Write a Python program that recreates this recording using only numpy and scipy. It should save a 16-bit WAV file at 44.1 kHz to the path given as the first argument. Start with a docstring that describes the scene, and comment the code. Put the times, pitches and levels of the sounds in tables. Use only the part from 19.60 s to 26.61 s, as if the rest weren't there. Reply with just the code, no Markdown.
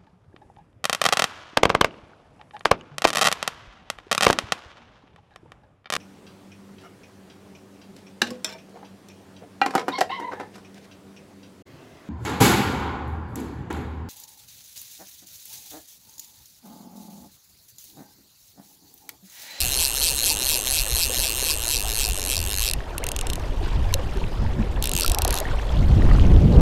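"""A fly reel is cranked close to a small camera, with a river gurgling and wind on the microphone throughout.
First come twelve quick turns: a spring pawl snaps over a 32-tooth gear and each snap rings the spool's modes.
Then come slow single clicks, a thin whistle, and a run of clicks as line is pulled back out; a gust ends it.
Snaps, bubbles and handle knocks are damped sines, and the whistle is a wavering sine.
The river wash, the wind and the rubbing of line and gear are shaped noise."""
import sys
import numpy as np
from scipy import signal
from scipy.io import wavfile
from scipy.ndimage import uniform_filter1d, map_coordinates

SR = 44100
rng = np.random.default_rng(int(sys.argv[2]) if len(sys.argv) > 2 else 0)


def transcribe(signal):
    """Save signal, clipped to [-1, 1], as a 16-bit WAV file at the path in sys.argv[1]."""
    frames = np.atleast_2d(signal).T
    limited = np.clip(frames, -1, 1)
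    pcm = np.round(limited * 32767).astype(np.int16)
    wavfile.write(sys.argv[1], SR, pcm)


N = 309132  # length in samples, about 7 s

# quick turns of the handle, one row each: (start [s], quarter [s], half [s], three quarters [s],
# relative click level at the half turn [dB])
TURNS = [(.0041, 0.066, .1272, .1886, -20), (0.2377, 0.2977, .3634, .4212, -20),
         (0.4691, 0.5235, .5822, .6482, -19.5), (.6899, 0.742, .8139, .8759, -20),
         (0.9283, 0.9911, 1.064, 1.1248, -20), (1.1754, 1.2355, 1.3065, 1.374, -21),
         (1.4215, 1.477, 1.5451, 1.6081, -20.5), (1.655, 1.722, 1.7871, 1.8484, -20.5),
         (1.8988, 1.9548, 2.0287, 2.0971, -21.5), (2.1516, 2.2258, 2.3, 2.3728, -22),
         (2.4328, 2.5096, 2.5961, 2.6825, -22.5), (2.7466, 2.8397, 2.9218, 3.0042, -22)]
# the wrist labours at the same places: (share of each quarter's time spent on its first half [0 to 1])
FIRST_HALF = [.472, .536, .501, .517]
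# single snaps, one tooth each: (time [s], relative level [dB])
SINGLE_SNAPS = [(3.0786, -22), (3.0878, -23), (3.0984, -24), (3.1124, -20), (3.1354, -19), (3.3808, -21),
                (3.4404, -21), (3.467, -19.5), (3.4886, -18.5), (3.517, -19), (3.5637, -19.5),
                (3.59, -20.5), (3.612, -21.5), (3.6694, -23), (3.7009, -20.5), (3.7334, -21), (3.7562, -28),
                (4.3406, -14), (5.2254, -19), (5.241, -17), (5.2565, -18), (5.2731, -18), (5.2937, -15.5),
                (5.3158, -16), (5.3356, -15), (5.3522, -15), (5.3652, -12.5), (5.3766, -16),
                (5.3871, -15.5), (5.3979, -16.5), (5.4089, -16.5), (5.4205, -17.5), (5.4335, -19.5),
                (5.4474, -24), (5.4625, -19.5), (5.4794, -17.5), (5.498, -19), (5.5183, -19), (5.547, -18),
                (5.5862, -18), (5.62, -19.5), (5.649, -19.5), (5.6787, -21.5), (5.707, -20.5),
                (5.7271, -21.5), (5.742, -20), (5.7542, -23), (5.7644, -23.5), (5.7751, -20), (5.7866, -20),
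                (5.802, -19)]
# the pawl slips faintly without passing a tooth: (time [s], relative level [dB])
SLIPS = [(3.6935, -38), (3.708, -38), (3.797, -40), (4.328, -37), (4.572, -40), (5.536, -37), (5.693, -33)]
# ways the spool rings: (pitch [Hz], time to fall 60 dB before extra damping [s], pitch sway [%],
# tooth of highest pitch [tooth number], then eight relative levels towards the microphone,
# one for each eighth of the turn [dB])
SPOOL_MODES = [(1730, 0.0036, 1.2, 6.7, -14, -11.5, -14, -9.5, -8, -3, -8.5, -13),
               (2403, 0.0061, 0.33, 20, -7.5, -19, -41, -10, -4, -13, -7, -4.5),
               (2727, 0.0081, 3.4, 14.6, 4.5, 5, 0, 2, 0.5, 0, 2.5, 4),
               (3206, 0.0091, 1.1, 33, -2, -16, -3, -6.5, -6, -6, 2, 4),
               (3790, 0.0075, 4, 25.5, 4, -6, -7, -1, 2, -2, 3, 2.5),
               (4200, 0.011, 2, 28.6, 9, 1.5, -3, 1.5, 7, 9.5, 8, 0),
               (4630, 0.0038, 1, 2.8, 12, -3, -7.5, -15, -11, 1, -0.5, -3),
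               (5460, 0.0041, 1.6, 39, 7, -3, -10, -2.5, 0.5, -3, -1, 2),
               (6325, 0.0045, 3.3, 12.8, 0, -0.5, -0.5, -3, 3, 3.5, 3, -1),
               (7330, 0.0072, 3, 11.8, 1, -2.5, -3, -3, -3, -4, 1, -3.5),
               (8140, 0.0051, 1.1, 15.6, -1.5, -7.5, -0.5, 2, -5, 2, 3.5, 8.5),
               (8840, 0.0055, 1.4, 18, 2.5, 3, 2.5, -0.5, -2.5, 3.5, 1.5, -1),
               (9690, 0.0051, 0.41, 10.5, 3, -18, -11, -3.5, -1.5, -2, -9, -3.5),
               (10690, 0.0063, 2.2, 3.3, -8, 4, -29, -6, -6, -2.5, 0, 0),
               (11200, 0.041, 0.3, 4, -14, -16, -12, -17, -13, -8, -8, -10),
               (11295, 0.012, 0.33, 3.9, 0, -2, -3, -1, -3.5, 6, 2.5, 0),
               (11870, 0.0021, 0.91, 43, 3.5, -5, -5, -1, -1, 3, 6, -6),
               (13230, 0.0051, 2, 13, -3, 1, -17, -15, -2.5, -12, 0, 0),
               (13700, 0.0042, 0.9, 21, -9, -7, -8, -7, -7, -5, -4, -8),
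               (15000, 0.0048, 1, 16, -9, -8, -13, -16, -11, -13, -11, -8)]
# the handle knocks on its pin: (time [s], peak before echoes [dB])
KNOCKS = [(.1915, -15.5), (0.4168, -16.5), (.640, -16), (.8667, -17.5), (1.071, -17), (1.369, -20),
          (1.571, -17.5)]
# river colour: (frequency [Hz], relative level [dB per Hz])
RIVER_COLOUR = [(130, -48), (220, -14.5), (364, -1.5), (645, -1.5), (941, -1.5), (1170, -7.5), (1860, -10),
                (2070, -13), (3130, -13), (3880, -17), (4560, -19.5), (9180, -31), (11400, -33.5),
                (15200, -39), (16000, -61)]
# river flow: (time [s], relative level [dB], extra treble fizz in the wash [dB])
FLOW = [(0.0, -39, 9), (0.31, -40, 3.5), (1.67, -39.5, 3.5), (1.82, -39.5, 3), (3.18, -41, 2),
        (3.47, -37, -3), (3.94, -40, 3), (4.12, -38, 2.5), (5.39, -40, -1), (5.61, -31, -8.5),
        (5.82, -32, -3), (6.02, -36, 0.5), (6.25, -37, 1.5), (6.56, -33, 1), (6.66, -33.5, -1.5),
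        (6.97, -50.5, 16)]
# single bubbles: (time [s], peak level [dB], starting pitch [Hz], time to fall 60 dB, at least 0.005 [s])
BUBBLES = [(0.71, -28.5, 877, 0.06), (0.816, -34, 385, 0.051), (1.496, -27, 497, 0.091),
           (1.827, -23, 426, 0.019), (2.251, -25, 740, 0.019), (2.48, -29.5, 725, 0.051),
           (3.205, -26, 1720, 0.009), (3.349, -31, 1410, 0.025), (3.431, -27, 2090, 0.016),
           (3.78, -24, 675, 0.016), (3.842, -35, 2040, 0.017), (4.01, -28, 405, 0.07),
           (4.03, -26, 335, 0.06), (4.07, -23, 338, 0.022), (4.307, -32, 2230, 0.023),
           (4.327, -27.5, 1000, 0.041), (4.348, -24.5, 540, 0.066), (4.392, -25, 513, 0.044),
           (4.56, -28, 380, 0.11), (4.64, -24.5, 2550, 0.0081), (4.787, -36, 1260, 0.04),
           (4.849, -28, 890, 0.036), (4.864, -27, 1780, 0.0065), (4.99, -16.5, 212, 0.1),
           (5.027, -31, 2410, 0.012), (5.179, -36, 1850, 0.02), (5.348, -24, 164, 0.061),
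           (5.445, -19.5, 1327, 0.039), (5.485, -23, 332, 0.037), (5.511, -24, 684, 0.047),
           (5.594, -22, 804, 0.019), (5.652, -13, 730, 0.021), (5.687, -20, 600, 0.021),
           (5.812, -21.5, 627, 0.054), (5.853, -23.5, 1820, 0.025), (5.887, -27, 1980, 0.009),
           (5.946, -25, 900, 0.013), (5.997, -23, 1730, 0.0066), (6.093, -28, 3320, 0.012),
           (6.421, -23.5, 1880, 0.0091), (6.513, -20, 1900, 0.014), (6.488, -26, 1150, 0.02),
           (6.512, -24, 1210, 0.033), (6.552, -26, 1370, 0.025), (6.584, -26, 1110, 0.02),
           (6.597, -19, 3010, 0.0038), (6.763, -27, 3380, 0.0069), (6.809, -25, 557, 0.076)]
# breeze on the microphone, before random lumps: (time [s], rumble [dB], flutter [dB], roar [dB])
BREEZE = [(0, -32.5, -53, -48.5), (.75, -37, -48.5, -46), (1.2, -32, -60, -47), (1.5, -35.5, -51, -44),
          (2.3, -29.5, -56, -46.5), (3.0, -28, -48, -45.5), (3.3, -33.5, -50, -45.5),
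          (3.9, -24.5, -41, -40.5), (4.3, -19, -37.5, -42.5), (4.5, -25, -37.5, -41),
          (5.0, -23, -33.5, -38.5), (5.4, -27, -49, -38.5), (6.03, -26, -46, -42.5), (6.25, -16, -19, -39),
          (6.56, -12, -19.5, -31.5), (6.8, -14, -18.5, -30.5), (6.92, -25, -14.5, -25.5),
          (7.0, -5.5, -11.5, -19.5)]
# single buffets of wind: (time [s], peak rumble [dB], peak flutter [dB])
BUFFETS = [(.06, -30, -38.5), (.53, -35, -42), (1.2, -26, -53), (1.335, -25, -45), (1.59, -27.5, -43),
           (2.51, -24, -39), (3.17, -23, -38), (3.37, -43, -38), (3.74, -37, -36), (4.17, -20, -25.5),
           (4.83, -26, -26), (4.99, -34, -25.5), (5.2, -22, -35), (5.35, -36, -31.5), (5.49, -15, -46),
           (5.63, -19, -49), (5.72, -24, -35), (5.89, -26, -29.5), (5.96, -19.5, -43), (6.12, -21, -43),
           (6.21, -24, -21), (6.32, -15, -25), (6.66, -12, -17), (6.76, -11, -14), (6.85, -21, -14.5)]

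TEETH, LAST_TURN_ENDS_S = 32, 3.0703
PULL_S = 5.0  # from here line is pulled out and the gear runs backwards
# treble tilt of the snaps (dB per octave): first turn, last turn, slow winding, line pulled out, slips
TILT_FIRST_DB, TILT_LAST_DB, TILT_SLOW_DB, TILT_PULL_DB, TILT_SLIP_DB = 2, 0.1, -0.6, 0.8, -3
PULL_DAMPING_DB_PER_S = 2500  # the taut line and a palm on the spool shorten the ring
RING_HZ, RING_FADE_DB, RING_FADE_S = 4190, -5, 2.7  # the ring near this pitch weakens as the turns slow down
KNOCK_HZ = 3210
# rubbing at 100 teeth a second: level (dB) and centre (Hz), winding in and pulling out
RUB_IN_DB, RUB_IN_HZ, RUB_OUT_DB, RUB_OUT_HZ = -51, 6300, -34, 3900
# the level always rises with speed, the centre only while winding in
RUB_DB_PER_DOUBLING, RUB_IN_OCTAVES_PER_DOUBLING, RUB_SMOOTH_S = 8, 0.33, 0.03
WHISTLE_S, WHISTLE_LENGTH_S, WHISTLE_EDGE_S = 4.66, 0.25, 0.045
WHISTLE_DB, WHISTLE_HZ, WHISTLE_ARCH_HZ = -55, 4920, 120
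BUFFET_S, BUFFET_ROAR_DB, LUMPS_DB = 0.023, -18, 2  # half width; roar relative to flutter; random lumps
HISS_DB, EDGE_HZ = -67, 16300  # level of a faint steady hiss; highest pitch kept


def reel():
    """Each snap rings all spool modes; the turning spool aims and tunes them differently from tooth to tooth."""
    s, db, tilt, tooth = clicks()
    hz, t60, sway, top_tooth, *aim_db = np.transpose(SPOOL_MODES)
    t = np.arange(900) / SR
    out = np.zeros((4, N))  # four sets of echoes, taken in turn

    # neighbouring snaps, and the same tooth a turn later, sound alike
    own = drifting(TEETH, 3 * len(hz), span=2)[np.round(tooth).astype(int) % TEETH]
    lately = drifting(len(s), 3 * len(hz), span=4)
    mixed = 0.44 * own + 0.76 * lately + 0.29 * rng.standard_normal(own.shape)
    phase, spread, detune = np.split(mixed, 3, axis=1)

    # loudness of each mode in each snap
    middles = np.arange(2, TEETH, 4)  # middle tooth of each eighth
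    aimed_db = np.array([np.interp(tooth, middles, row, period=TEETH) for row in np.transpose(aim_db)]).T
    level_db = db[:, None] - 13.5 + aimed_db + tilt[:, None] * np.log2(hz / 6000)
    fade_db = RING_FADE_DB * np.minimum(s / RING_FADE_S, 1)
    level_db += fade_db[:, None] * (abs(hz / RING_HZ - 1) < 0.06)
    chance_db = 2.37 * spread * np.clip(hz / 7000, 0.45, 1.1)  # the low modes are the steadiest
    power = gain_of(2 * level_db)
    # chance moves energy between modes, adding none
    shared = (power * gain_of(2 * chance_db)).sum(1) / power.sum(1)
    level_db = level_db + chance_db - 10 * np.log10(shared)[:, None]
    level_db = level_db + 0.93 * spread[:, :1]  # whole snaps vary a little too

    # pitch of each mode in each snap: high, short-lived modes wander most
    f = hz * (1 + sway / 100 * np.cos(2 * np.pi * (tooth[:, None] - top_tooth) / TEETH))
    f += detune * 0.017 * hz * (0.0066 / t60) * np.clip(hz / 8000, 0.2, 1) ** 0.86

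    rise_s = 0.00018 + 1.15 / hz[:, None]  # low modes take longer to swing in
    shape = (1 - np.exp(-t / rise_s)) ** 2 * gain_of(-60 * t / t60[:, None])
    shape = shape / np.sqrt((shape ** 2).sum(1, keepdims=True) / 380)  # equal energy whatever the decay
    for k in range(len(s)):
        start_phase = (1.25 + hz / 7000) * phase[k]
        waves = np.sin(2 * np.pi * f[k][:, None] * t + start_phase[:, None])
        ring = gain_of(level_db[k]) @ (shape * waves)
        damping = gain_of(-PULL_DAMPING_DB_PER_S * t * (s[k] > PULL_S))
        add(out[k % len(out)], s[k] - 0.0003, damping * ring)
    add_knocks(out[0])
    return out.sum(0) + gain_of(-19.0) * sum(near_echoes(part) for part in out)


def clicks():
    """The snaps, then the slips on whichever tooth the pawl rests."""
    s, db, tilt, tooth = snaps()
    slip_s, slip_db = np.transpose(SLIPS)
    slip_tilt = np.full(len(slip_s), TILT_SLIP_DB)
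    slip_tooth = tooth[np.searchsorted(s, slip_s) - 1]
    return np.r_[s, slip_s], np.r_[db, slip_db], np.r_[tilt, slip_tilt], np.r_[tooth, slip_tooth]


def snaps():
    """Moment, level, tilt and tooth of each snap: the gear's turning sets when the pawl drops off a tooth."""
    *marks, turn_db = np.transpose(TURNS)
    quarters = np.r_[np.ravel(marks, order="F"), LAST_TURN_ENDS_S]
    halves = quarters[:-1] + np.tile(FIRST_HALF, len(TURNS)) * np.diff(quarters)
    eighths = np.sort(np.r_[quarters, halves])
    tooth = np.arange(TEETH * len(TURNS) + 1)
    # a smooth curve through the marks, four teeth apart, gives the time of every tooth
    s = map_coordinates(eighths, [tooth / 4], order=3, mode="nearest")
    db = np.interp(s, marks[2], turn_db)
    tilt = np.linspace(TILT_FIRST_DB, TILT_LAST_DB, len(s))

    single_s, single_db = np.transpose(SINGLE_SNAPS)
    pulled = single_s > PULL_S
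    single_tilt = np.where(pulled, TILT_PULL_DB, TILT_SLOW_DB)
    single_tooth = np.cumsum(np.where(pulled, -1, 1))
    return np.r_[s, single_s], np.r_[db, single_db], np.r_[tilt, single_tilt], np.r_[tooth, single_tooth]


def add_knocks(mix):
    """The handle knocks on its pin: a short damped tone each time."""
    for s, peak_db in KNOCKS:
        add(mix, s, gain_of(peak_db) * blip(KNOCK_HZ, 0.0071, 0, 0.00034))


def near_echoes(x):
    """Hands, sleeve and rod scatter each click into a short tail."""
    t = np.arange(1500) / SR
    taps = rng.standard_normal(len(t)) * gain_of(-60 * t / 0.025) * (t > 0.0012)
    return signal.oaconvolve(x, taps / np.linalg.norm(taps))[:N]


def rub():
    """Line and gear rub: clumpy, scratchy noise, louder with speed and, while winding in, brighter too."""
    s, at = snaps()[0], np.arange(N) / SR
    gap_rate = 1 / np.diff(s)
    rate = np.r_[gap_rate[0], gap_rate, 1][np.searchsorted(s, at)]  # teeth a second
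    doublings = np.log2(uniform_filter1d(rate, round(RUB_SMOOTH_S * SR)) / 100)
    in_hz = RUB_IN_HZ * 2 ** (RUB_IN_OCTAVES_PER_DOUBLING * doublings)
    centre_hz = np.where(at > PULL_S, RUB_OUT_HZ, in_hz)

    def field(hz, t, chance):
        clumps = uniform_filter1d(uniform_filter1d(chance, 30, 0), 3, 1)
        octaves = np.log2(hz / np.interp(t, at, centre_hz))
        return 5.8 * clumps / clumps.std() - 18.0 * octaves ** 2 - 10 * np.log10(hz)

    level_db = np.where(at > PULL_S, RUB_OUT_DB, RUB_IN_DB) + RUB_DB_PER_DOUBLING * doublings
    return gain_of(level_db) * evened(noise(field, size=128))


def whistle():
    """A thin, slightly unsteady sine tone that arches a little in pitch."""
    t, out = np.arange(0, WHISTLE_LENGTH_S, 1 / SR), np.zeros(N)
    waver = 1 + 0.031 * drifting(len(t), 1, span=90)[:, 0]
    hz = WHISTLE_HZ + WHISTLE_ARCH_HZ * np.sin(np.pi * t / WHISTLE_LENGTH_S)
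    edges = np.minimum(np.minimum(t, WHISTLE_LENGTH_S - t) / WHISTLE_EDGE_S, 1) ** 2
    tone = np.sin(2 * np.pi * np.cumsum(hz * waver) / SR)
    add(out, WHISTLE_S, gain_of(WHISTLE_DB) * edges * tone)
    return out


def river():
    """Moving water: a patchy wash and a crowd of small bubbles follow the flow; clear bubbles stand out."""
    at, flow_db, _ = np.transpose(FLOW)
    flow = gain_of(np.interp(np.arange(N) / SR, at, flow_db))
    out = flow * (gain_of(-4.5) * river_wash() + gain_of(-4) * evened(bubble_crowd()))
    for s, db, hz, t60 in BUBBLES:
        add(out, s, gain_of(db) * blip(hz, max(t60, 0.005), 0.082, 0.019 * t60))
    return out


def river_colour(hz):
    """River level in dB at any frequency, read along an octave-like scale."""
    f, colour_db = np.transpose(RIVER_COLOUR)
    return np.interp(np.log(hz), np.log(f), colour_db)


def river_wash():
    """Many tiny water sounds blur into noise with random patches and treble splashes."""
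    at, _, fizz_db = np.transpose(FLOW)

    def field(hz, t, chance):
        patches = uniform_filter1d(uniform_filter1d(chance, 8, 0), 8, 1)
        flicker = uniform_filter1d(chance[::-1], 70, 0)  # spray lands across wide treble bands at once
        splash = np.clip(np.log2(hz / 1500), 0, 1) * 3.3 * flicker / flicker.std()
        fizz = np.clip(np.log2(hz / 1300), 0, 1) * np.interp(t, at, fizz_db)
        return river_colour(hz) + 2.06 * patches / patches.std() + fizz + splash

    wash = noise(field, size=512)
    middle = signal.butter(4, [450, 1300], "bandpass", fs=SR, output="sos")
    return wash / signal.sosfilt(middle, wash).std()  # the middle band sets the level


def bubble_crowd():
    """Small bubbles of 30 pitches burst at random, about nine a second at each pitch."""
    crowd = np.zeros(N)
    for hz in np.geomspace(300, 9000, 30):
        starts = rng.random(N) < 9.0 / SR
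        size = gain_of(2.5 * np.minimum(rng.exponential(1, N), 4)) * starts
        db = river_colour(hz) + 4.4 * np.log2(hz / 700)
        crowd += gain_of(db) * signal.oaconvolve(size, blip(hz, 26.6 / hz, 0.45, 4.5 / hz))[:N]
    return crowd


def wind():
    """Low turbulence in three overlapping bands: a lumpy breeze with single buffets on top."""
    at, rumble_db, flutter_db, roar_db = np.transpose(BREEZE)
    s, hit_rumble_db, hit_flutter_db = np.transpose(BUFFETS)
    t, out = np.arange(0, N / SR, 0.002), 0
    bumps = np.exp(-((t[:, None] - s) / BUFFET_S) ** 2)
    # (low edge [Hz], high edge [Hz], steepness above it, breeze level [dB], buffet peaks [dB])
    bands = ((17.2, 60.5, 17.7, rumble_db, hit_rumble_db),
             (119.0, 121.0, 14.3, flutter_db, hit_flutter_db),
             (254.0, 405.0, 11.8, roar_db, hit_flutter_db + BUFFET_ROAR_DB))
    for low_hz, high_hz, steep, level_db, peak_db in bands:
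        def field(hz, t, chance):
            above_db = -steep * np.log10(1 + (hz / high_hz) ** 4)
            return above_db - 10 * np.log10(1 + (low_hz / hz) ** 4)

        band = noise(field, size=2048)
        band /= np.sqrt(uniform_filter1d(band ** 2, size=5000) + 1e-20)  # breeze and buffets set the level
        lumps_db = LUMPS_DB * drifting(len(t), 1, span=30)[:, 0]
        breeze = gain_of(np.interp(t, at, level_db) + lumps_db)
        strength = np.sqrt(breeze ** 2 + bumps @ gain_of(2 * peak_db))
        out = out + np.interp(np.arange(N) / SR, t, strength) * band
    return out


def blip(hz, t60, glide, rise_s):
    """A damped sine; with glide above 0 it slides upward, as a bubble does near the surface."""
    t = np.arange(0, t60, 1 / SR)
    shape = (1 - np.exp(-t / rise_s)) * gain_of(-60 * t / t60)
    return shape / shape.max() * np.sin(2 * np.pi * hz * (t + glide * t ** 2 / (2 * t60)))


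def noise(db, size):
    """Noise whose short-time spectrum follows db(frequency column, time row, random field)."""
    hop = size // 4
    hz = np.fft.rfftfreq(size, 1 / SR)[:, None] + 1
    t = np.arange(N // hop + 5) * hop / SR
    a, b, chance = rng.standard_normal((len(t), len(hz), 3)).T
    spectrum = (a + 1j * b) * gain_of(db(hz, t, chance))
    return signal.istft(spectrum, nperseg=size, noverlap=size - hop)[1][:N]


def drifting(rows, columns, span):
    """Chance of spread 1 that changes smoothly, and cyclically, down the rows."""
    x = uniform_filter1d(rng.standard_normal((rows, columns)), span, 0, mode="wrap")
    return x / x.std()


def gain_of(db):
    """Decibels to amplitude."""
    return 10 ** (np.asarray(db) / 20)


def evened(x):
    """Scales the last axis to an rms (average strength) of 1."""
    return x / np.sqrt(np.mean(x ** 2, axis=-1, keepdims=True) + 1e-20)


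def add(mix, s, sound):
    """Mixes a sound in at s seconds."""
    part = mix[max(round(s * SR), 0):][:len(sound)]
    part += sound[:len(part)]


def scene():
    """Reel, rubbing, whistle, river and wind add up at one microphone."""
    return (reel() + rub() + whistle() + river() + wind())[None]


def record(dry):
    """A faint steady hiss is added, the loudest gusts round off softly, and the highest treble is cut."""
    hiss = signal.oaconvolve(rng.standard_normal(N), signal.firwin(127, 15200, fs=SR), "same")
    soft = np.tanh(dry + gain_of(HISS_DB) * hiss)
    treble_cut = signal.firwin(255, EDGE_HZ, window=("kaiser", 9), fs=SR)
    return signal.oaconvolve(soft, treble_cut[None], "same")


dry = scene()
out = record(dry)
transcribe(out)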